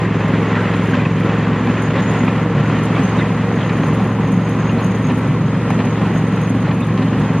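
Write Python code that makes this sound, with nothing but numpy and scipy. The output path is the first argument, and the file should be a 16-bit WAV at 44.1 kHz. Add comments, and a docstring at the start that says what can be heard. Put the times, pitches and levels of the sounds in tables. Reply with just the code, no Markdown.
"""A droning one-cylinder exhaust, gathering a little speed, heard from an open miniature railway carriage.
Each firing rings on in the silencer. The hollow carriages boom as they sway and steel wheels roar on the
rails, humming in the bend and knocking over joints. Couplings clank and squeak, small parts rattle and a
loose steel fitting jingles all the way. A rubbing flange sings thinly over a wide, patchy hiss."""
import sys
import numpy as np
from scipy import signal
from scipy.fft import rfft, irfft, next_fast_len
from scipy.io import wavfile
from scipy.ndimage import uniform_filter1d, map_coordinates

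SR = 44100
rng = np.random.default_rng(int(sys.argv[2]) if len(sys.argv) > 2 else 0)


def log_audio(samples):
    """Write samples as a 16-bit WAV file to the path given in sys.argv[1]."""
    # one column per channel
    frames = np.atleast_2d(samples).T
    # limit to full scale, then quantise
    limited = np.clip(frames, -1, 1)
    pcm = np.round(limited * 32767).astype(np.int16)
    wavfile.write(sys.argv[1], SR, pcm)


N = 326322
T = np.arange(N) / SR


# Engine speed: time_s, firing_rate_hz
ENGINE_SPEED = [(0, 21.98), (0.5, 21.88), (2.2, 22.36), (2.95, 22.5), (3.35, 22.39), (4.3, 22.55),
                (5.1, 22.47), (5.9, 22.57), (7.4, 22.53)]
def crank(firing_at_s=5.3094):
    """Engine cycles, counted so that every whole number is a firing."""
    turns = np.cumsum(curves(ENGINE_SPEED)[0]) / SR
    return turns - np.interp(firing_at_s, T, turns)


def puff(turns, lead_cycles=0.085, width_cycles=0.046):
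    """Gas escapes briefly just before the pressure peak: 1 as the valve blows off, 0 between firings."""
    return np.exp(-(((turns + lead_cycles + .5) % 1 - .5) / width_cycles) ** 2)


# Tone of the exhaust: harmonic_number, level_db
EXHAUST_HARMONICS = [(1, -63), (2, -51), (3, -39.5), (4, -36), (5, -22), (6, -47.5), (7, -25), (8, -24),
                     (9, -26.5), (10, -39), (11, -29), (12, -36.5), (13, -34.5), (14, -39.5), (15, -43),
                     (16, -46.5), (17, -42.5), (18, -40.5), (19, -60), (20, -39.5), (21, -44), (22, -42.5),
                     (23, -50)]
def exhaust(turns, uneven_db=0.42, lumpy_db=1.04, smear=0.78):
    """Each firing is a puff that rings on in the silencer and the carriage."""
    harmonics, levels_db = np.transpose(EXHAUST_HARMONICS)
    size = 128
    cepstrum = irfft(np.log(amp(np.interp(np.arange(size // 2 + 1), harmonics, levels_db))))
    lag = smear * rfft(2 * cepstrum[:size // 2], size).imag  # first the puff, then its ring
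    rate_hz, = curves(ENGINE_SPEED)
    faster_hz = rate_hz - rate_hz.mean()
    lumps_db = lumpy_db * wobble(22)  # no two firings drive the resonances equally hard
    # With speed, harmonic 7 slides into a resonance and harmonic 8 out of one.
    resonance = {7: amp(5 * faster_hz + lumps_db), 8: amp(-4 * faster_hz + lumps_db)}
    labour = amp(-5 * faster_hz)  # slow in the bend, the engine labours and its puffs are sharper
    drone = np.zeros(N)
    for k, db in enumerate(levels_db, 1):
        drive = labour if k > 10 else resonance.get(k, 1)
        drone += amp(db) * drive * np.cos(2 * np.pi * k * turns + lag[k])
    return np.sqrt(2) * drone * amp(uneven_db * wobble(16))


# Body resonances of the carriage: pitch_hz, width_hz, level_db
CARRIAGE_MODES = [(148, 21, 3.5), (179, 53, -1.5), (248.4, 51, -0.5)]
# Broad rumble under them: frequency_hz, level_db
RUMBLE_SPECTRUM = [(20, -35), (35, -27.5), (50, -16.5), (65, -5.5), (90, -2), (130, 7), (300, -1),
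                   (420, -22), (800, -84.5)]
def carriage(turns, level_db=-22, speed_db_per_hz=4.5):
    """The hollow carriage booms as it sways, louder at speed."""
    rate_hz, = curves(ENGINE_SPEED)
    shaking = amp(-0.5 * puff(turns)) * rng.standard_normal(N)
    boom = unit(band(ring(shaking, CARRIAGE_MODES), 121.3, 336))
    sway = amp(level_db + speed_db_per_hz * (rate_hz - rate_hz.mean()) + wobble(8.2))
    return sway * (amp(-1) * boom + amp(-7) * noise(RUMBLE_SPECTRUM))


# Bumps in the track: peak_s, pitch_hz, level_db
TRACK_BUMPS = [(0.03, 180, -20), (0.34, 255, -21), (0.96, 258, -19), (1.061, 150, -20), (1.257, 310, -21.5),
               (1.485, 255, -19), (1.68, 248, -18.5), (1.89, 149, -19.5), (1.981, 176, -20),
               (2.245, 252, -18.5), (2.598, 147, -12), (2.734, 274, -19.5), (3.01, 262, -17),
               (3.05, 187, -16.5), (3.2, 328, -21), (3.62, 150, -19), (4.02, 192, -16), (4.359, 187, -16),
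               (4.74, 240, -17.5), (4.878, 169, -15), (5.108, 250, -15.5), (5.311, 151, -13.5),
               (5.452, 145, -15.5), (5.6, 152, -16), (5.87, 252, -19), (6.332, 181, -19.5),
               (6.55, 260, -19), (6.72, 145, -20), (7.04, 254, -18), (7.312, 154, -16)]
def jolts(gain_db=-1.84, rise_s=0.043, fall_s=0.039, width_hz=36):
    """At each bump one carriage panel booms up and dies away."""
    peak_s, hz, db = np.transpose(TRACK_BUMPS)
    t = T[:SR // 4] - 1 / 8
    envelope = np.exp(-(t / np.where(t < 0, rise_s, fall_s)) ** 2)
    panel = 1 / (1 + (2 * (np.fft.rfftfreq(len(t), 1 / SR) - hz[:, None]) / width_hz) ** 4)
    shaking = rng.standard_normal((len(peak_s), len(t)))
    booms = envelope * irfft(rfft(shaking) * panel, len(t))
    gain = amp(db + gain_db) * np.linalg.norm(envelope) / np.linalg.norm(booms, axis=1)
    return placed(peak_s + t[0], gain[:, None] * booms)


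# The wheels grind in the bend and calm down on the straight: time_s, roar_db, grit_db
ROLLING_LEVELS = [(0.0, -24.5, -31), (0.4, -24, -30), (0.68, -23, -28.5), (0.82, -26, -31),
                  (0.96, -25, -29.5), (1.16, -27.5, -32), (1.35, -24, -30), (2.0, -25.5, -31.5),
                  (2.5, -25.5, -32.5), (2.75, -23.5, -29.5), (3.1, -24.5, -31), (3.35, -25.5, -32.5),
                  (3.65, -25.5, -31.5), (4.1, -25.5, -34.5), (4.8, -26.5, -33.5), (5.4, -27.5, -34.5),
                  (5.95, -25.5, -33), (6.85, -27, -34.5), (7.3, -25.5, -33)]
def grinding(surge_s=0.045, grit_share=0.86):
    """Faders for wheel roar and rail grit: the lie of the track, plus a surge or dip as the cars jerk."""
    roar_db, grit_db = curves(ROLLING_LEVELS)
    surge_db = sum(db * swell(s, surge_s) for s, *_, db in COUPLING_JERKS)
    return roar_db + surge_db, grit_db + grit_share * surge_db


# Ring of the steel wheels: pitch_hz, width_hz, level_db
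WHEEL_MODES = [(378, 39, -3.5), (463.6, 31, -3.5), (541, 123, -7), (793, 98, -6.5), (1023, 135, -7)]
# Low roar of the wheels: frequency_hz, level_db
ROAR_SPECTRUM = [(150, -19.5), (320, 2.5), (550, 0), (700, -8), (1150, -3), (1500, -11.5), (2200, -34),
                 (4000, -79.5)]
# Bright grit of the rails: frequency_hz, level_db
GRIT_SPECTRUM = [(800, -30), (1400, -1), (1950, 3), (2230, -2.5), (2500, -2), (3100, -7), (4000, -16.5),
                 (5400, -25), (7500, -28.5), (9000, -51.5), (14000, -80.5)]
def rolling(turns, roar_db, grit_db, chuff_db=2.5, uneven_db=0.73):
    """Wheels ring and grind on rough rails; the low roar also swells with each firing."""
    chuff = amp(chuff_db * puff(turns))
    wheels = unit(band(ring(chuff * rng.standard_normal(N), WHEEL_MODES), 317, 1600))
    contact = amp(wobble(140))  # uneven contact roughens roar and grit together
    roar = amp(-4) * wheels + amp(-1.5) * unit(noise(ROAR_SPECTRUM) * contact * chuff)
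    grit = unit(noise(GRIT_SPECTRUM) * contact)
    return (amp(roar_db) * roar + amp(grit_db + 0.5) * grit) * amp(uneven_db * wobble(14))


# Wheel modes that hum in the bend: pitch_hz, width_hz, level_db
HUM_MODES = [(465.8, 15, 1), (1343, 15, -6)]
# Fader for the hum: time_s, level_db
HUM_LEVELS = [(0, -42), (.5, -27), (1.0, -33), (1.5, -31.5), (2.2, -33), (3.1, -33), (4, -35.5), (7.4, -35)]
def wheel_hum(waver_db=2):
    """The wheels scrub sideways in the bend and hum in two narrow modes."""
    gain = amp(curves(HUM_LEVELS)[0] + waver_db * wobble(6))
    return gain * unit(band(ring(rng.standard_normal(N), HUM_MODES), 350, 1600))


# Wheels striking rail joints: start_s, peak_db
JOINT_HITS = [(1.674, -14), (2.2812, -13.5), (2.965, -19), (3.004, -15), (3.515, -14), (3.9965, -16),
              (5.109, -17), (5.7048, -8.5)]
# Ring of the struck axle: pitch_hz, width_hz, level_db
AXLE_MODES = [(765, 160, 3.5), (1160, 370, -5), (1880, 560, -9.5), (2600, 550, -15.5)]
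def rail_joints(rebound_s=0.008, rebound_db=-12):
    """One hard blow rings the axle; the wheel hops and lands with a smaller one."""
    start_s, db = np.transpose(JOINT_HITS)
    knock = band(ring(signal.unit_impulse(N), AXLE_MODES), 450, 4500)[:SR // 20]
    knocks = amp(db)[:, None] * knock / np.abs(knock).max()
    return placed(start_s, knocks) + amp(rebound_db) * placed(start_s + rebound_s, knocks)


# The cars jerk at their couplings: start_s, level_db, thud_offset_db, t60_s, roar_surge_db
COUPLING_JERKS = [(0.203, -24, 7, 0.048, 0), (0.349, -30, 10, 0.071, 0.5), (0.552, -21, -7, 0.075, 0),
                  (0.735, -16.5, -7.5, 0.066, -0.2), (0.952, -23, 1, .06, 2.5),
                  (1.052, -21.5, 5, 0.041, 0.5), (1.3, -29, 7.5, .15, 1), (1.446, -24, 0, .1, 1),
                  (1.671, -21, 3, 0.053, 0.5), (1.768, -23, 1, 0.072, -0.5), (1.983, -33, 0, 0.066, 4),
                  (2.138, -28, -1, 0.067, 2.5), (2.277, -17.5, 1, 0.068, 1.7), (2.6972, -21, 5, .06, -0.5),
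                  (2.787, -19, -10, .06, -1.5), (2.9774, -25, 0, .1, 2), (3.211, -23, -5, 0.055, 1),
                  (3.692, -16, -5, 0.065, -0.3), (3.8322, -24, -4, 0.058, 0), (3.997, -24.5, 5, 0.091, 2),
                  (4.549, -31.5, 12.5, 0.05, 0), (4.694, -23, -1, 0.065, 1), (4.789, -25, -3, .1, 1.5),
                  (5.097, -18.5, -2, 0.1, 1), (5.702, -22, -5, 0.084, 1.2), (5.79, -20.5, -2, 0.091, -3),
                  (5.802, -28, 8.5, .08, 2.2), (6.058, -27, 2, 0.072, 1.5), (6.664, -28, 7, 0.046, 2.5),
                  (6.711, -19, -1, 0.054, 0), (6.975, -18.5, -0.5, 0.082, -0.5), (7.021, -18.5, -6, .06, 0),
                  (7.13, -28, -2, 0.072, 1)]
# Ring of a coupling: pitch_hz, width_hz, level_db
COUPLING_MODES = [(1170, 120, -9.5), (1786, 47, 10.5), (2486, 230, 4.5), (3220, 220, -4), (3880, 440, -8)]
def couplings(scrape_db=-7, thud_db=-3):
    """Each jerk is a short scraping chatter in the coupling, with a thud through the wheels."""
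    start_s, db, thud_offset_db, t60_s, _ = np.transpose(COUPLING_JERKS)

    def struck(levels_db, modes):
        """Bursts of dying chatter through one body."""
        chatter = rng.standard_normal(N)
        bursts = placed(start_s, amp(levels_db[:, None] - 60 * T[:SR // 4] / t60_s[:, None]))
        steady, knocks = band(ring(np.array([chatter, bursts * chatter]), modes), 410, 4200)
        return knocks / steady.std()

    return struck(db + scrape_db, COUPLING_MODES) + struck(db + thud_offset_db + thud_db, WHEEL_MODES)


# Short steel squeaks: peak_s, pitch_hz, level_db, half_length_s
STEEL_SQUEAKS = [(0.74, 3850, -38, 0.0064), (1.058, 2550, -25.5, .007), (1.99, 3800, -34.5, 0.0092),
                 (2, 1720, -26.5, 0.015), (2.291, 3800, -39, .007), (2.96, 3700, -44, .012),
                 (3.197, 3620, -35.5, 0.016), (3.218, 2033, -21, 0.0073), (3.613, 3160, -32, 0.0063),
                 (3.63, 3200, -33, .007), (4.697, 2706, -30.5, 0.0066), (4.79, 4120, -40, .008),
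                 (5.97, 3510, -41, 0.01), (6.68, 3950, -44, 0.011), (6.808, 2520, -31.5, .01),
                 (6.831, 3620, -38.5, 0.012), (7.032, 4000, -45, 0.0097), (7.08, 3120, -39, .008)]
def squeaks(gain_db=-1, rasp_db=1.5):
    """Steel rubs on steel, sticks and slips, and catches a rough pitch for a moment."""
    slipping_s = T + np.cumsum(.05 * wobble(900)) / SR
    rasp = unit(amp(rasp_db * wobble(450)))
    tones = sum(amp(db + gain_db) * swell(s, half_s) * np.sin(2 * np.pi * hz * slipping_s)
                for s, hz, db, half_s in STEEL_SQUEAKS)
    return np.sqrt(2) * rasp * tones


# Rough stretches of track: peak_s, half_length_s, offset_db
ROUGH_TRACK = [(0.6, .17, 3), (0.96, .06, 4.5), (2.73, .06, 6), (2.98, .07, 7), (4.0, .05, -1)]
def rattle(grit_db, clinks_per_s=85, pitch_hz=2300, scatter_db=3.5, t60_s=0.06):
    """Small loose parts along the train clink at random, as hard as the rails are rough."""
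    times = rng.uniform(0, N / SR, int(clinks_per_s * N / SR))
    pitch, strength = rng.standard_normal((len(times), 2)).clip(-2, 2).T[:, :, None]
    hz = pitch_hz * np.exp(.35 * pitch)
    force_db = grit_db.mean() + 2 * (grit_db - grit_db.mean())
    force_db += sum(db * swell(s, half_s) for s, half_s, db in ROUGH_TRACK)
    clink_db = np.interp(times, T, force_db)[:, None] - 1 + scatter_db * strength
    gain = amp(clink_db) / (1 + (hz / pitch_hz) ** 4)  # small, high parts are quieter
    t = T[:SR // 18]
    clinks = gain * amp(-60 * t / t60_s) * np.sin(2 * np.pi * hz * t)
    return band(placed(times, clinks), 960, 5000)


# Spells of jingling, harder on the straight: time_s, level_db
JINGLE_LEVELS = [(0.0, -53.5), (.7, -49), (1.2, -53), (2.6, -59.5), (2.85, -54), (3.2, -58.5),
                 (3.55, -50.5), (3.95, -45), (4.08, -49), (4.25, -52), (5.15, -45), (5.4, -59), (5.75, -54),
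                 (5.95, -52.5), (6.55, -48), (6.7, -49.5), (7.4, -54)]
# Hard taps of the fitting: start_s, level_db
HARD_TAPS = [(0.623, -44), (1.819, -33.5), (2.106, -38.5), (2.245, -38.5), (2.833, -34), (2.852, -34),
             (3.03, -40.5), (4.318, -37.5), (4.491, -35), (4.842, -34.5), (5.7, -36), (5.85, -36),
             (6.138, -41), (6.176, -38), (6.412, -37.5), (6.494, -32), (6.805, -42), (6.866, -40),
             (7.197, -42), (7.334, -43)]
# Ring of the fitting: pitch_hz, level_db, t60_s, mid_offset_db, pitch_scatter_ratio
FITTING_MODES = [(6560, -3, .05, -4, .012), (8080, -15, .04, -10, .003), (8810, -4.5, .045, -14, .005),
                 (10470, 3, .04, -18, .008)]
def loose_fitting(taps_per_s=52, stray_s=.006, attack_s=.003, scrape_t60_s=.05, buzz_width_hz=130):
    """A loose steel piece hops in flurries; each tap scrapes and rings it. Returns mid and side."""
    beats = np.arange(0, N / SR, 1 / taps_per_s)
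    light_s = np.abs(beats + stray_s * rng.standard_normal(len(beats)))
    flurry_db = curves(JINGLE_LEVELS)[0] + 4 * np.minimum(wobble(17), 1)
    scatter_db = 2.5 * np.clip(rng.standard_normal(len(light_s)), -3, 1.5)
    light_db = np.interp(light_s, T, flurry_db) + 5.5 + scatter_db
    hard_s, hard_db = np.transpose(HARD_TAPS)
    times = np.append(hard_s, light_s)
    ring_db = np.append(hard_db + 1, light_db)[:, None]
    scrape_db = np.append(hard_db + 1, light_db - 8)[:, None]  # light taps are mostly ring
    t = T[:SR // 20]
    rise = 1 - np.exp(-t / attack_s)
    buzz_step = np.sqrt(2 * np.pi * buzz_width_hz / SR)  # wandering phase roughens each mode
    mid, side = np.zeros(N), np.zeros(N)
    for hz, mode_db, t60_s, mid_db, detune in FITTING_MODES:
        # Every contact loads the piece differently.
        pitch, strength = rng.standard_normal((len(times), 2)).T[:, :, None]
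        buzz = buzz_step * np.cumsum(rng.standard_normal((len(times), len(t))), axis=1)
        envelope = rise * amp(ring_db + mode_db + 3.5 * np.minimum(strength, 1) - 60 * t / t60_s)
        tone = placed(times, envelope * np.sin(2 * np.pi * hz * (1 + detune * pitch) * t + buzz))
        mid += amp(mid_db) * tone
        side += tone
    contact = placed(times, rise * amp(scrape_db - 60 * t / scrape_t60_s))
    side += contact * unit(band(rng.standard_normal(N), 5800, 11000))
    return band(np.array([mid, side]), 4800, 14000)


def judder(rate_hz=53.4):
    """The nearly regular shaking of the flanges, between -1 and 1."""
    return np.cos(2 * np.pi * np.cumsum(rate_hz + .5 * wobble(9.7)) / SR)


# A flange leans on the rail: start_s, length_s, pitch_hz, mid_db, side_db
FLANGE_RUBS = [(1.418, 0.48, 6640, -53, -51), (1.98, 0.24, 6690, -48.5, -47), (2.981, 0.1, 6430, -48, -42),
               (3.485, 0.64, 6535, -52, -60), (4.15, 1.09, 6540, -50.5, -64), (6.05, 0.36, 6540, -50, -56)]
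def flange_song(shake, rim_hz=6540, width_hz=110, waver_hz=29.83, attack_s=0.066, release_s=0.08):
    """Flanges rub the rail and keep one high, wavering wheel mode ringing. Returns mid and side."""
    pitch_hz = rim_hz + waver_hz * wobble(70)
    power = amp([[-56.5], [-55]]) ** 2  # the wheels sing faintly all the time
    for start_s, length_s, hz, mid_db, side_db in FLANGE_RUBS:
        t = T - start_s
        pressure = np.clip(np.minimum(t / attack_s, 1 - (t - length_s) / release_s), 0, 1)
        power = power + (amp([[mid_db], [side_db]]) * pressure) ** 2
        pitch_hz += pressure * (hz - rim_hz)
    friction = rng.standard_normal((2, N)) + 1j * rng.standard_normal((2, N))
    drive = signal.sosfilt(signal.butter(2, width_hz / 2, fs=SR, output="sos"), friction)
    rim = unit((drive * np.exp(2j * np.pi * np.cumsum(pitch_hz) / SR)).real)
    grip_db = 3.5 * np.minimum(wobble(55), 1) + 3.5 * np.minimum(wobble(18), 1) + 3 * shake
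    return rim * np.sqrt(power) * amp([[-4.6], [-5.5]]) * amp(grip_db)


# Ticks from under the carriage: start_s, level_db
DRY_TICKS = [(2.834, -50.5), (4.2004, -62.5), (4.318, -53), (6.1766, -51), (6.804, -52.5), (6.8488, -53),
             (7.1923, -57)]
def ticks(t60_s=0.062):
    """Small dry ticks, each a short burst of bright noise."""
    start_s, db = np.transpose(DRY_TICKS)
    bursts = placed(start_s, amp(db[:, None] - 60 * T[:SR // 10] / t60_s))
    return bursts * noise([(3000, -37), (6000, -3), (9000, 4.5), (13000, -10.5), (15000, -22.5)])


# Colour of the hiss bed: frequency_hz, level_db
HISS_SPECTRUM = [(30, -4.5), (110, -5.5), (450, 10.5), (1100, 12), (1600, 6), (2600, 1.5), (4100, 11.5),
                 (5200, 4.5), (7500, 8), (9500, 3), (13000, -3), (14300, -15.5), (15000, -27.5)]
# Fader for the hiss: time_s, level_db
HISS_LEVELS = [(0, -48.5), (.25, -49), (.65, -46), (1.15, -49), (1.8, -46.5), (2.15, -43), (2.55, -48),
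               (3.0, -42), (3.3, -45), (4.3, -47), (4.75, -45.5), (5.4, -45.5), (5.7, -43.5), (5.95, -44),
               (6.5, -45.5), (6.75, -47.5), (7.05, -45), (7.4, -44.5)]
def hiss(turns, pulse_db=0.5, patchy_db=1.5):
    """The diffuse, patchy hiss of the ride, rising a little with each firing."""
    spectrogram = signal.stft(noise(HISS_SPECTRUM), nperseg=512)[2]
    patches = uniform_filter1d(rng.standard_normal(spectrogram.shape), size=12, axis=0)  # across pitch
    patches = uniform_filter1d(patches, size=9, axis=1)  # across time
    bed = unit(signal.istft(spectrogram * amp(patchy_db * unit(patches)), nperseg=512)[1][:N])
    return bed * amp(curves(HISS_LEVELS)[0] + pulse_db * np.cos(2 * np.pi * turns) + .5 * wobble(20))


def amp(db):
    """Decibels to gain."""
    return 10 ** (np.asarray(db) / 20)


def unit(x):
    """Scale to rms 1."""
    return x / np.sqrt(np.mean(x ** 2) + 1e-20)


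def curves(rows):
    """One value per sample for each column after the time."""
    times, *columns = np.transpose(rows)
    return [np.interp(T, times, column) for column in columns]


def wobble(knots_per_s):
    """A smooth random curve."""
    return map_coordinates(rng.standard_normal(int(N * knots_per_s / SR) + 4), [T * knots_per_s])


def swell(peak_s, half_length_s):
    """A rounded rise to 1 and a matching fall."""
    shape = np.zeros(N)
    near = slice(*np.searchsorted(T, [peak_s - 4 * half_length_s, peak_s + 4 * half_length_s]))
    shape[near] = np.exp(-((T[near] - peak_s) / half_length_s) ** 2)
    return shape


def placed(times, sounds):
    """Lay short sounds, one per row, at the given times."""
    where = np.round(times * SR).astype(int)[:, None] + np.arange(sounds.shape[1])
    return np.bincount(where[where >= 0], sounds[where >= 0], N)[:N]


def filtered(x, response):
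    """x through a complex frequency response."""
    size = next_fast_len(N + SR // 2)
    return irfft(rfft(x, size) * response(np.fft.rfftfreq(size, 1 / SR)), size)[..., :N]


def noise(spectrum):
    """Noise of rms 1, coloured by points of frequency_hz, level_db."""
    hz, db = np.transpose(spectrum)
    return unit(filtered(rng.standard_normal(N), lambda f: amp(np.interp(np.log(f + 1), np.log(hz), db))))


def ring(x, modes):
    """x played through a body's resonances."""
    return filtered(x, lambda f: sum(
        (-1) ** k * amp(db) * 1j * f * width / (hz * hz - f * f + 1j * f * width)
        for k, (hz, width, db) in enumerate(modes)))


def band(x, low_hz, high_hz):
    """Keep what lies between two steep edges."""
    return signal.sosfilt(signal.butter(3, [low_hz, high_hz], "band", fs=SR, output="sos"), x)


def scene():
    """Most of the train sounds from the centre; the hiss and the high steel sounds come largely in opposite
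    phase on the two sides."""
    turns, shake = crank(), judder()
    roar_db, grit_db = grinding()
    steel_mid, steel_side = loose_fitting() + flange_song(shake)
    mid = exhaust(turns) + carriage(turns) + jolts()
    mid += rolling(turns, roar_db, grit_db) + wheel_hum()
    mid += rattle(grit_db) + rail_joints() + couplings() + squeaks() + ticks() + steel_mid
    side = hiss(turns) + steel_side
    return np.array([mid + side, mid - side])


def record(dry, top_hz=15100):
    """A brick-wall low-pass takes off the highest treble."""
    return filtered(dry, lambda hz: hz < top_hz)


dry = scene()
out = record(dry)
log_audio(out)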